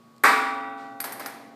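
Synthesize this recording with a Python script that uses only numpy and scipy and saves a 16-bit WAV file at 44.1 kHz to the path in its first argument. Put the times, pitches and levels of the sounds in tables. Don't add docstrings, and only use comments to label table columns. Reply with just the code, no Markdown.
import sys
import numpy as np
from scipy import signal
from scipy.fft import rfft, irfft
from scipy.io import wavfile

SR = 44100
rng = np.random.default_rng(int(sys.argv[2]) if len(sys.argv) > 2 else 0)


def generate_wav(sig):
    pcm = np.round(np.clip(np.atleast_2d(sig).T, -1, 1) * 32767).astype(np.int16)
    wavfile.write(sys.argv[1], SR, pcm)


N = 68355
T = np.arange(N) / SR
HZ = np.maximum(np.fft.rfftfreq(N, 1 / SR), 1)

# t/s, knock level/dB, tick level/dB, crackle level/dB, crackle t60/s
BOUNCES = [(1.0024, -7, -5.5, -2.5, 0.05), (1.0413, 1, -8, -7.5, 0.09), (1.1226, -10, -13, -7.5, 0.051),
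           (1.1962, -1, -21.5, -11, 0.031), (1.2606, -7, -4, -11.5, 0.073)]


def chair(start=.2362, build_s=.0053):
    # f/Hz, level/dB, t60/s
    modes = [(258, -38.6, 2.9), (278.5, -37.5, 4.4), (327, -46, 2.2), (435, -33.8, 2.1), (541.5, -48, 3.4),
             (549, -49, 3.4), (686, -41.3, 6), (791.7, -27, 3), (797, -28, .45), (960, -25.5, 1.15),
             (970.5, -26.5, 1.35), (1085, -22, .52), (1152.5, -19, 1.46), (1173, -20.5, .95),
             (1241, -29.5, 1.25), (1286, -21, .65), (1320, -27.5, 1.25), (1373, -33, 1.5), (1422, -36, 1.5),
             (1454, -29.5, 1.46), (1498, -38, 1.7), (1523, -35.5, 2.5), (1556, -18, .42), (1660, -21, .5),
             (1740, -25, .55), (1840, -27.5, .85), (1898, -23, .57), (1937, -29, 1.1), (1942, -34, 2.1),
             (2099, -31, .85), (2245, -31, .8), (2303, -23.5, .82), (2552, -30, .5), (2724, -44, 1.35),
             (3009, -41, .74), (3241, -47, .9), (3661, -40, 1.45), (3865, -40, .55)]
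    # f/Hz, level/(dB per Hz)
    clack_spectrum = [(100, -71), (1200, -40.5), (3000, -67), (7000, -80), (12500, -53.5), (15000, -70)]
    bang_spectrum = [(50, -91), (110, -79), (220, -53.5), (500, -53), (850, -49), (1200, -43),
                     (1900, -46.5), (2500, -57), (3000, -83), (8500, -66.5), (15000, -75)]
    clang_spectrum = [(50, -95), (95, -85), (160, -67.5), (300, -58), (550, -59), (900, -53.5),
                      (1400, -49.5), (2200, -51), (2600, -57), (2900, -66), (3800, -61), (5000, -62.5),
                      (6300, -71), (8500, -65.5), (10500, -74), (13300, -70.5), (15000, -80)]
    # f/Hz, t60/s
    clang_decay = [(60, 0.2), (250, 0.85), (1000, 1.1), (2000, 0.78), (2900, 1.05), (4500, 0.64),
                   (8500, 0.63), (14000, 0.46)]
    blow = [(start, 0)]
    clack = through(bursts(blow, t60=.025), clack_spectrum)
    bang = through(rng.standard_normal(N) * dying(start, t60=.23, build_s=.00074), bang_spectrum)
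    clang = wash(blow, clang_spectrum, clang_decay, build_s)
    ring = sum(from_db(db) * dying(start, t60, build_s) * sine(hz) for hz, db, t60 in modes)
    return clack + bang + clang + ring


def can_wall(contact_db=14):
    # f/Hz, level/(dB per Hz)
    knock_spectrum = [(50, -106), (100, -99), (200, -69), (450, -68), (800, -64), (1300, -64.5),
                      (2100, -65.5), (2800, -78.5), (4700, -76), (6500, -83.5), (15000, -81)]
    tick_spectrum = [(60, -91), (250, -72), (800, -70), (1350, -55), (2200, -55.5), (3000, -65),
                     (4900, -67.5), (7000, -67), (10000, -89), (15000, -86)]
    knocks = [(s, db) for s, db, _, _, _ in BOUNCES]
    ticks = [(s, db) for s, _, db, _, _ in BOUNCES]
    flex_envelope = sum(from_db(db) * dying(s, t60=.11, build_s=.0015) for s, db in knocks)
    knock = through(rng.standard_normal(N) * flex_envelope, knock_spectrum)
    contact = from_db(contact_db) * impulses(ticks) + bursts(ticks, t60=.023)
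    tails = room(knocks, knock_spectrum, gain_db=-6) + room(ticks, tick_spectrum, gain_db=-19)
    return knock + through(contact, tick_spectrum) + tails


def liner(snaps_per_s=5000, spread_db=2.5):
    # f/Hz, level/(dB per Hz)
    spectrum = [(2000, -110), (4700, -68), (7200, -98), (8300, -62), (9200, -71), (9600, -67.5),
                (11700, -58), (13300, -60), (15000, -76)]
    # t/s, level/dB
    creases = [(1.0046, 2.5), (1.0135, -4), (1.0188, -7), (1.026, -5)]
    snaps = (rng.random(N) < snaps_per_s / SR) * rng.choice([-1, 1], N)
    snaps = snaps * from_db(spread_db * rng.standard_normal(N))
    shower = snaps / snaps.std() * sum(from_db(db) * dying(s, t60) for s, _, _, db, t60 in BOUNCES)
    longest = max(t60 for *_, t60 in BOUNCES)
    energies = [(s, db + 10 * np.log10(t60 / longest)) for s, _, _, db, t60 in BOUNCES]
    crackle = through(shower + bursts(creases, t60=.012), spectrum)
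    return crackle + ball_shell(shower, energies) + room(energies, spectrum, gain_db=-13)


def ball_shell(push, hits, room_db=-13.5):
    # f/Hz, peak level/(dB per Hz), t60/s
    modes = [(8360, -61, 0.018), (9200, -55.5, 0.024), (10100, -55.5, 0.026), (12260, -58, 0.076),
             (12100, -61, 0.065), (13000, -75, 0.041)]
    mean_hz = np.mean([hz for hz, _, _ in modes])
    drive = push + from_db(room_db) * bursts(hits, at_hz(room_decay(), mean_hz)) + 1e-18
    ring = 0
    for hz, db, t60 in modes:
        radius = from_db(-60 / (t60 * SR))
        numerator = np.array([1, 0, -1]) * (1 - radius ** 2) / 2
        denominator = [1, -2 * radius * np.cos(2 * np.pi * hz / SR), radius ** 2]
        ring += from_db(db) * np.sqrt(SR / 2) * signal.lfilter(numerator, denominator, drive)
    return ring


def room(hits, spectrum, gain_db):
    return from_db(gain_db) * wash(hits, spectrum, room_decay(), build_s=.0051)


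def room_decay():
    # f/Hz, t60/s
    reverberation_times = [(60, .4), (250, 2.57), (1200, 0.83), (4000, 0.84), (9000, 0.58), (14000, 0.38)]
    return reverberation_times


def shoe_scuff():
    # f/Hz, level/(dB per Hz)
    spectrum = [(60, -100), (120, -84), (500, -79.5), (2000, -82), (3200, -91.5), (4300, -88.5),
                (5600, -98), (7500, -98), (10000, -108), (15000, -114)]
    return noise(spectrum) * dying(.7714, t60=.7, build_s=.013)


def faint_ticks():
    # t/s, level/dB
    ticks = [(.1645, -1), (.1815, 1)]
    # f/Hz, level/(dB per Hz)
    spectrum = [(1000, -100), (2800, -97), (4300, -81), (5800, -97), (8000, -90), (11000, -102)]
    return through(bursts(ticks, t60=.0086), spectrum)


def ventilation():
    # f/Hz, level/(dB per Hz)
    air_spectrum = [(25, -116), (80, -106), (125, -84), (280, -87.5), (600, -91), (1500, -98), (2700, -105),
                    (4400, -105), (6000, -111), (8000, -111), (10000, -115), (15000, -115)]
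    # f/Hz, rms level/dB
    hum_lines = [(120, -69.5), (232, -58.5), (1119.5, -62), (1238, -71)]
    return noise(air_spectrum) + sum(np.sqrt(2) * from_db(db) * sine(hz) for hz, db in hum_lines)


def from_db(db):
    return 10 ** (np.asarray(db) / 20)


def at_hz(points, hz):
    frequencies, values = np.transpose(points)
    return np.interp(np.log(hz), np.log(frequencies), values)


def sine(hz):
    return np.sin(2 * np.pi * (hz * T + rng.random()))


def dying(start, t60, build_s=0):
    age = np.maximum(T - start, 0)
    rise = 1 - np.exp(-age / (build_s + 1 / SR))
    return rise * np.exp(-np.log(1000) * age / t60)


def impulses(hits):
    clicks = np.zeros(N)
    for s, db in hits:
        clicks[int(s * SR)] += from_db(db)
    return clicks


def bursts(hits, t60):
    return rng.choice([-1, 1], N) * sum(from_db(db) * dying(s, t60) for s, db in hits)


def noise(spectrum):
    return irfft(rfft(rng.standard_normal(N)) * from_db(at_hz(spectrum, HZ)) * np.sqrt(SR / 2), N)


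def through(push, spectrum):
    cepstrum = irfft(np.log(from_db(at_hz(spectrum, HZ)) * np.sqrt(SR / 2)), N)
    cepstrum[1:N // 2] *= 2
    cepstrum[N // 2:] = 0
    response = irfft(np.exp(rfft(cepstrum)), N)[:N // 20]
    return signal.fftconvolve(push, response)[:N]


def wash(hits, spectrum, decay, build_s, bands=14):
    noise_bins = rfft(noise(spectrum))
    centres = np.geomspace(60, 15000, bands)
    field = 0
    for hz, share in zip(centres, np.eye(bands)):
        band = irfft(noise_bins * np.interp(np.log(HZ), np.log(centres), share), N)
        power = sum((from_db(db) * dying(s, at_hz(decay, hz), build_s)) ** 2 for s, db in hits)
        field += band * np.sqrt(power)
    return field


def scene():
    return (chair() + can_wall() + liner() + shoe_scuff() + faint_ticks() + ventilation())[None]


def record(dry):
    cutoff_hz = 15150
    return signal.sosfilt(signal.ellip(10, .3, 80, cutoff_hz, fs=SR, output="sos"), dry)


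dry = scene()
out = record(dry)
generate_wav(out)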